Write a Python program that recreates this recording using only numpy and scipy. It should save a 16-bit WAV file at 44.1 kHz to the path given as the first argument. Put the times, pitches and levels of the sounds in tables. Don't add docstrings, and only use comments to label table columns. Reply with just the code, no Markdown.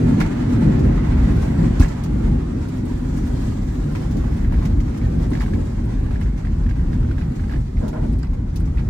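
import sys
import numpy as np
from scipy import signal
from scipy.fft import rfft, irfft, next_fast_len
from scipy.io import wavfile
from scipy.ndimage import uniform_filter1d

SR = 44100
rng = np.random.default_rng(int(sys.argv[2]) if len(sys.argv) > 2 else 0)


def dump_mix(stems):
    frames = np.atleast_2d(stems).T
    limited = np.clip(frames, -1, 1)
    pcm = np.round(limited * 32767).astype(np.int16)
    wavfile.write(sys.argv[1], SR, pcm)


def linear_from_db(decibels):
    return 10 ** (np.asarray(decibels, float) / 20)


N = 392049

# (time [s], wheel boom [dB], shell boom [dB])
ROLL_LEVELS = [(0.0, -16, -14.5), (0.3, -23.5, -18.5), (0.8, -20, -14), (1.05, -17, -21.5), (1.5, -16, -18),
               (1.78, -17, -18.5), (1.92, -25, -24), (2.35, -17, -22), (2.55, -25, -23.5),
               (3.55, -20, -22.5), (3.72, -22, -27), (3.9, -24, -22.5), (4.5, -15, -24.5), (5.1, -18, -23),
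               (5.65, -21.5, -24), (6.75, -18, -29.5), (7.3, -19, -26), (7.52, -19.5, -28.5),
               (7.575, -15.5, -24.5), (7.63, -19.5, -33.5), (7.72, -25, -30.5), (7.79, -14, -35),
               (7.83, -23.5, -18.5), (7.95, -19.5, -26), (8.07, -23.5, -24), (8.13, -17.5, -27.5),
               (8.25, -20, -32), (8.89, -17.5, -32)]
# (frequency [Hz], width before widening [Hz], level [dB])
FRAME_MODES = [(39.3, 23.5, 2.5), (52, 13.6, -3.5), (61.3, 5.1, -6.5), (69.5, 22.7, -1.5), (88, 53.3, -5.5)]
# (frequency [Hz], width before widening [Hz], level [dB])
SHELL_MODES = [(113.8, 68, 2.5), (155.1, 38.2, 0.5), (202.5, 32.8, 1.5), (232.6, 46, 1.5), (278, 77, -7.5),
               (331, 104, -17.5), (425, 172, -17)]
# (frequency [Hz], relative density [dB per Hz])
SKIN_SPECTRUM = [(260, -51), (450, -14), (613, -2), (709, -3), (1020, -7), (1170, -10), (1590, -10),
                 (2160, -13), (2320, -16.5), (3500, -24.5), (4550, -27), (7700, -120)]
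# (frequency [Hz], relative density [dB per Hz])
HISS_SPECTRUM = [(1290, -51), (2200, -24), (2940, -13.5), (3300, -10.5), (7050, -12), (9490, -19.5),
                 (11000, -31), (14300, -64), (22000, -120)]
# (frequency [Hz], relative density [dB per Hz])
TOP_SPECTRUM = [(8000, -39), (10500, 4.5), (13300, 0.5), (14600, 3), (15300, 4), (16000, -22)]
# (time [s], skin drumming [dB], hiss of air and grass [dB], thin top of the hiss [dB])
RUSH_LEVELS = [(0.0, -36, -49.5, -64), (0.99, -35.5, -52.5, -67), (1.46, -36.5, -49.5, -61),
               (1.71, -36.5, -50.5, -66), (2.08, -41, -54.5, -67), (2.47, -42.5, -55.5, -70),
               (3.17, -42.5, -51, -63), (3.76, -43, -52, -65.5), (4.06, -42, -52.5, -65),
               (4.21, -42, -55, -65), (5.1, -43.5, -55.5, -68), (5.54, -43.5, -52, -65.5),
               (5.97, -45, -57, -70.5), (7.33, -47, -58.5, -71), (7.65, -49, -56.5, -70),
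               (7.92, -47.5, -55, -68), (8.42, -50.5, -63.5, -76), (8.89, -49, -59, -72)]
# (frequency [Hz], level [dB], ring scale [s]); width is inverse to the scale
PANEL_MODES = [(715, 7.5, 0.08), (875, 5.5, 0.057), (1050, -3.5, 0.072), (1320, -5.5, 0.035),
               (1620, -2.5, 0.069), (1980, -2, 0.018), (2114, -4, 0.18), (2396, -4, 0.016),
               (3080, -14, 0.011), (4020, -9, 0.005), (4920, -4.5, 0.0048), (6360, -32, .01)]
# (time [s], level of the first 700 samples [dB], loudest region [Hz])
KNOCK_HITS = [(0.2014, -32, 1200), (0.205, -30.5, 2250), (0.211, -26.5, 1450), (0.26, -35, 1270),
              (1.803, -32, 1340), (1.812, -31, 900), (1.824, -32.5, 1560), (1.832, -35, 1300),
              (1.845, -36.5, 1800), (1.858, -35, 1060), (2.0596, -42, 1300), (3.95, -36, 1290),
              (3.958, -41, 2300), (3.967, -53, 1210), (4.239, -41, 1120), (4.362, -55.5, 2530),
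              (4.445, -43, 1830), (4.522, -35.5, 1000), (4.54, -42, 1600), (4.623, -43, 1140),
              (4.6545, -41.5, 2170), (4.7256, -55, 2000), (4.801, -46, 2000), (4.9446, -48, 1800),
              (5.014, -44, 2180), (5.315, -39, 1120), (5.3322, -38.5, 1820), (5.3507, -36, 1840),
              (5.372, -41.5, 1300), (5.388, -41, 1100), (5.4047, -35, 1860), (5.411, -38, 1290),
              (5.4174, -37.5, 1820), (5.426, -40.5, 1090), (5.434, -38, 990), (5.461, -43, 1620),
              (5.48, -44, 1350), (5.534, -40, 1640), (6.035, -53, 1500), (6.062, -45, 1600),
              (6.1075, -41.5, 1350), (6.142, -49, 1400), (6.157, -42.5, 1700), (6.2116, -39.5, 1860),
              (6.258, -46, 1690), (6.4484, -42.5, 1700), (6.469, -43, 1840), (6.663, -45, 1710),
              (6.69, -43, 1770), (6.7087, -42, 1700), (6.7623, -49, 1500), (6.795, -47, 1700),
              (6.866, -53, 1500), (6.93, -42.5, 1700), (6.952, -48, 1500), (7.003, -55, 1600),
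              (7.027, -46.5, 1300), (7.047, -49, 1700), (7.088, -47, 1790), (7.111, -40, 1580),
              (7.1802, -40.5, 1710), (7.211, -42.5, 1730), (7.221, -47, 2480), (7.278, -51, 1400),
              (7.394, -43.5, 1500), (7.438, -46, 1700), (7.4945, -41.5, 1720), (7.5097, -41, 1600),
              (7.523, -42, 1400), (7.535, -39, 1690), (7.559, -43, 1590), (7.769, -45.5, 2200),
              (7.929, -50, 2220), (8.038, -54, 2820), (8.232, -43, 1510), (8.242, -45.5, 1300),
              (8.331, -42.5, 1000), (8.605, -49, 1500), (8.675, -45.5, 1100), (8.7715, -44, 1980),
              (8.781, -43, 2610), (8.791, -42.5, 1500), (8.815, -54, 1500)]
# (time [s], level [dB], brightness [dB before each band takes its share])
TICK_HITS = [(0.2, -22, 0), (0.4973, -35, -1), (0.5222, -31, 2.5), (0.7906, -30.5, 0), (1.4162, -31.5, 4),
             (1.7946, -22, -3), (1.8015, -30, 22), (1.8154, -30, -16), (1.829, -36, -9),
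             (1.8794, -30, -1.5), (2.035, -27, 3), (2.6833, -33, 3), (2.7696, -41, 9), (2.8524, -37, 10),
             (3.1694, -34, 8), (3.2695, -36, 7), (3.4471, -47, 14), (3.919, -39, 9), (3.949, -35, -4),
             (4.1094, -32, 3), (4.1659, -33, 1), (4.365, -40, 12), (4.6506, -27.5, 1), (4.8005, -33.5, -1),
             (4.9721, -33.5, 4), (5.3018, -41.5, 18), (5.33, -36, -6), (5.409, -30, 0), (5.4144, -41, 10),
             (5.8494, -43, 13), (6.2043, -44, 14), (6.222, -38, -1), (6.375, -38, 0), (6.69, -37, -2),
             (6.935, -41, -2), (7.355, -36, -2), (7.512, -40, 3), (7.878, -30, 5), (8.1244, -41, 12),
             (8.184, -37, 7), (8.33, -46, -5), (8.4915, -48, -3), (8.557, -26.5, 5.5), (8.5969, -40, 15),
             (8.6532, -38, -1)]
# (frequency [Hz], relative density [dB per Hz])
TICK_SPECTRUM = [(1500, -48), (2500, -9), (4200, -8), (5200, -5), (8500, 2.5), (12000, -18.5), (16000, -16)]
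# (time [s], starting swing, first pitch [Hz], last pitch [Hz], pitch fall constant [s], t60 [s])
JOLT_THUMP = (1.7965, 1.9, 155, 28, .012, .12)
# (frequency [Hz], starting swing, t60 [s])
JOLT_SHELL_RING = (270, 0.34, 0.085)
# (time [s], level before the soft rise [dB])
TUFT_BUMPS = [(0.467, -7), (0.644, -20), (0.777, -17.5), (0.901, -10), (1.281, -6), (1.345, -30),
              (1.609, -24), (1.795, 5.5), (2.26, -26), (2.544, -30), (3.425, -18.5), (3.773, -9),
              (3.858, -11), (4.147, -4), (4.712, -28), (5.312, -3.5), (5.383, -9.5), (6.246, -14),
              (6.492, -12.5), (7.537, -9), (7.741, -18.5), (8.285, -27), (8.66, -17), (8.813, -16.5)]
# (time [s], level [dB], hold length [s])
TUFT_DRAGS = [(7.811, -34, .105), (7.928, -33, .085), (8.025, -37, .04)]
# (frequency [Hz], width before widening [Hz], level [dB])
BELLY_MODES = [(453, 66, 4), (600, 105, 6), (900, 160, 0), (1300, 380, -5)]
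# (time [s], level [dB])
PING_HITS = [(5.3991, -37), (8.2287, -40)]
# (frequency [Hz], level [dB], t60 [s])
PING_MODES = [(4850, 1, 0.03), (7440, -4, 0.025)]
# (time [s], half length [s], frequency [Hz], filter width [Hz], level [dB])
HUM_BANDS = [(.62, .25, 875, 25, -45), (3.67, .1, 7600, 120, -66), (4.12, .06, 7450, 150, -65),
             (3.35, .1, 4900, 100, -66), (3.4, .13, 3200, 90, -62), (6.9, .9, 8250, 80, -75),
             (3.5, .75, 15200, 500, -72)]
# (frequency [Hz], likeness [0 to 1])
PORT_LIKENESS = [(30, .999), (80, 1), (140, 0.99), (230, 0.96), (350, 0.57), (700, 0.65), (1500, 0.2),
                 (4000, 0.041), (15000, 0.14)]
# (frequency [Hz], phase [radians])
PORT_LEAD = [(0, 0), (260, 0), (690, 3.5), (1120, 6.2), (1600, 6.7), (2700, 3.2), (4400, 3.3), (6900, 4.8)]
# (frequency [Hz], left minus right [dB])
PORT_TILT = [(60, 0.5), (110, -1), (200, 0.0), (380, 2), (700, 1.5), (1290, -5.5), (2380, -3.5),
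             (4400, 0.5), (8120, 6.5), (15000, 3)]


def evened(x):
    return x / np.sqrt(np.mean(x ** 2) + 1e-20)


def read(points, hz):
    f, value = np.transpose(points)
    return np.interp(np.log(hz + 1), np.log(f + 1), value)


def colour(x, points):
    size = next_fast_len(N)
    gain = linear_from_db(read(points, np.fft.rfftfreq(size, 1 / SR)))
    return irfft(rfft(x, size) * gain, size)[..., :N]


def ring(x, hz, width):
    r = np.exp(-np.pi * width / SR)
    return signal.lfilter([1 - r, 0, r - 1], [1, -2 * r * np.cos(2 * np.pi * hz / SR), r * r], x)


def ring_twice(x, hz, width):
    return evened(ring(ring(x, hz, width), hz, width))


def dull(x, edge_hz):
    return signal.sosfilt(signal.butter(2, edge_hz, fs=SR, output="sos"), x)


def wander(per_s):
    size = int(SR / per_s)
    return evened(uniform_filter1d(uniform_filter1d(rng.standard_normal(N), size), size))


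def bursts(times, gains, t60s, rise_s):
    env = np.zeros(N)
    for start, gain, t60 in zip(times, gains, t60s):
        part = env[round(start * SR):][:round(t60 * SR)]
        u = np.arange(len(part)) / SR
        part += gain * linear_from_db(-60 * u / t60) * (1 - np.exp(-u / rise_s))
    return env


def levels(table, t):
    times, *columns = np.transpose(table)
    return [linear_from_db(np.interp(t, times, db)) for db in columns]


def hum(t):
    out = np.zeros((2, N))
    for s, half_length, hz, width, db in HUM_BANDS:
        swell = np.exp(-((t - s) / half_length) ** 4)
        out += linear_from_db(db) * swell * ring_twice(rng.standard_normal((2, N)), hz, width)
    return out


def rush(points, shake, shake_db, patchy_db, streaky_db):
    frames = N // 256 + 6
    real, imag = rng.standard_normal((2, 2, 513, frames))
    patches = uniform_filter1d(uniform_filter1d(rng.standard_normal((513, frames)), 32, 0), 10, 1)
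    streaks = uniform_filter1d(rng.standard_normal((513, frames)), 25, 1)
    field = linear_from_db(patchy_db * evened(patches) + streaky_db * evened(streaks))
    noise = signal.istft((real + 1j * imag) * field, nperseg=1024, noverlap=768)[1][:, :N]
    return evened(colour(noise * linear_from_db(shake_db * shake), points))


def chatter():
    hit = rng.random(N) < 70 * linear_from_db(3 * wander(per_s=8)) / SR
    strength = linear_from_db(1.3 * np.minimum(rng.exponential(1, N), 3))
    decay_s = 0.006
    env = signal.lfilter([1], [1, -np.exp(-1 / (decay_s * SR))], hit * strength)
    blows = env * rng.standard_normal((2, N))
    panels = sum(linear_from_db(db) * ring(blows, hz, 2.0 / scale_s) for hz, db, scale_s in PANEL_MODES)
    return linear_from_db(-59.0) * evened(dull(panels, edge_hz=3400))


def ticks(hiss):
    s, db, bright_db = np.transpose(TICK_HITS)
    faint = rng.random((130, 3))
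    at = faint[:, 0] * (N - 1) / SR
    sprinkle = hiss * bursts(at, linear_from_db(6 * faint[:, 1] - 7), .04 + .05 * faint[:, 2], rise_s=.005)
    puff = evened(colour(rng.standard_normal((2, N)), TICK_SPECTRUM))
    split_hz = 8000
    upper = signal.sosfilt(signal.butter(2, split_hz, "high", fs=SR, output="sos"), puff)
    lower = signal.sosfilt(signal.butter(2, split_hz, "low", fs=SR, output="sos"), puff)
    out = np.zeros((2, N))
    for share, band, t60 in ((0.28, upper, 0.073), (-0.06, lower, 0.09)):
        env = bursts(s, linear_from_db(db + share * bright_db), [t60] * len(s), rise_s=0.004)
        out += (sprinkle * linear_from_db(-1.2 * share) + env) * band
    return out


def pings():
    s, db = np.transpose(PING_HITS)
    out = np.zeros((2, N))
    for hz, level_db, t60 in PING_MODES:
        env = bursts(s, linear_from_db(db + level_db), [t60] * len(s), rise_s=.0015)
        out += env * evened(ring(rng.standard_normal((2, N)), hz, 250))
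    return out


def knocks():
    out = np.zeros((2, N))
    size = 4000
    u = np.arange(size) / SR
    rattle_s, rattle_spread = 0.021, 0.15
    focus_db = 3
    crunch_hz, crunch_db = (1000, 4430), -11
    crunch_band = signal.butter(1, crunch_hz, "band", fs=SR, output="sos")
    for s, db, centre_hz in KNOCK_HITS:
        length = rattle_s * np.exp(rattle_spread * rng.standard_normal())
        uneven = linear_from_db(1.6 * evened(uniform_filter1d(rng.standard_normal(size), 130)))
        env = (np.exp(-u / length) + 0.7 * np.exp(-u / 0.007)) * (1 - np.exp(-u / 0.0013))
        blows = rng.standard_normal((2, size)) * uneven * env
        pulse = np.exp(-((u - .002) / .001) ** 2)
        blows += 1.8 * pulse * np.cos(2 * np.pi * centre_hz * u - [[0], [np.pi / 2]])
        panels = np.zeros((2, size))
        for hz, level_db, scale_s in PANEL_MODES:
            width = 5.5 / scale_s
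            gain = linear_from_db(level_db - focus_db * abs(np.log2(hz / centre_hz)))
            panels += gain * ring(blows, hz * rng.uniform(0.93, 1.07), width) / np.sqrt(width)
        crunch = evened(signal.sosfilt(crunch_band, blows))
        sound = evened(dull(panels, edge_hz=4560)) + linear_from_db(crunch_db) * crunch
        part = out[:, round(s * SR):][:, :size]
        part += (linear_from_db(db) * sound / np.std(sound[:, :700]))[:, :part.shape[1]]
    return out


def drags(t):
    env = np.zeros(N)
    for s, db, length in TUFT_DRAGS:
        start = np.clip((t - s) / 0.0022, 0, 1)
        sag = linear_from_db(-15 * np.maximum(t - s, 0))
        env += linear_from_db(db) * start * sag / (1 + (abs(t - s) / length) ** 6)
    rub = rng.standard_normal((2, N)) * linear_from_db(1.8 * wander(per_s=80))
    return env * evened(sum(linear_from_db(db) * ring_twice(rub, hz, w * 1.2) for hz, w, db in BELLY_MODES))


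def boom(modes, lumps):
    ground = rng.standard_normal((2, N)) * lumps
    return evened(sum(linear_from_db(db) * ring_twice(ground, hz, w * 1.334) for hz, w, db in modes))


def rolling(t):
    wheel, shell = levels(ROLL_LEVELS, t)
    s, db = np.transpose(TUFT_BUMPS)
    thumps = bursts(s, linear_from_db(db), [0.11] * len(s), rise_s=0.018)
    shell = np.hypot(shell, thumps)
    uneven = wander(per_s=11)
    frame_boom = boom(FRAME_MODES, linear_from_db(1.2 * uneven))
    shell_boom = dull(dull(boom(SHELL_MODES, linear_from_db(1.3 * uneven)), edge_hz=740), edge_hz=740)
    calm_share, calm_at_s, calm_s = 0.65, 1.812, 0.022
    calm = 1 - calm_share * np.exp(-((t - calm_at_s) / calm_s) ** 4)
    return calm * (wheel * frame_boom + shell * shell_boom)


def jolt(t):
    s, swing, first_hz, last_hz, fall, t60 = JOLT_THUMP
    u = np.maximum(t - s, 0)
    turns = last_hz * u + (first_hz - last_hz) * fall * (1 - np.exp(-u / fall))
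    thump_env = swing * (1 - np.exp(-(u / 0.0053) ** 2)) * linear_from_db(-60 * u / t60)
    hz, shell_swing, shell_t60 = JOLT_SHELL_RING
    shell_env = shell_swing * (1 - np.exp(-u / 0.0015)) * linear_from_db(-60 * u / shell_t60)
    return thump_env * np.sin(2 * np.pi * turns) - shell_env * np.sin(2 * np.pi * hz * u)


def scene():
    t = np.arange(N) / SR
    skin, hiss, top = levels(RUSH_LEVELS, t)
    shake = wander(per_s=35) + .5 * wander(per_s=14)
    mix = skin * rush(SKIN_SPECTRUM, shake, shake_db=1.1, patchy_db=0.3, streaky_db=2.6)
    mix += hiss * rush(HISS_SPECTRUM, shake, shake_db=1.24, patchy_db=0.8, streaky_db=2.8)
    mix += top * rush(TOP_SPECTRUM, shake, shake_db=1.1, patchy_db=1.4, streaky_db=2.4)
    mix += hum(t) + chatter() + ticks(hiss) + pings() + knocks() + drags(t)
    return mix + rolling(t) + jolt(t)


def low_pass(x):
    return signal.sosfilt(signal.butter(12, 16150, fs=SR, output="sos"), x)


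def record(dry):
    size = next_fast_len(N)
    hz = np.fft.rfftfreq(size, 1 / SR)
    cut_hz, edge_hz = 33, 15650
    a, b = rfft(dry, size) / np.sqrt(1 + (cut_hz / (hz + 1)) ** 10) * (hz < edge_hz)
    alike = np.clip(read(PORT_LIKENESS, hz), 0, 1)
    right = alike * np.exp(-1j * read(PORT_LEAD, hz)) * a + np.sqrt(1 - alike ** 2) * b
    half_db = read(PORT_TILT, hz) / 2
    ports = irfft(np.array([a * linear_from_db(half_db), right * linear_from_db(-half_db)]), size)[:, :N]
    overloaded = ports / (1 + abs(ports) ** 6) ** (1 / 6)
    return low_pass(overloaded)


dry = scene()
out = record(dry)
dump_mix(out)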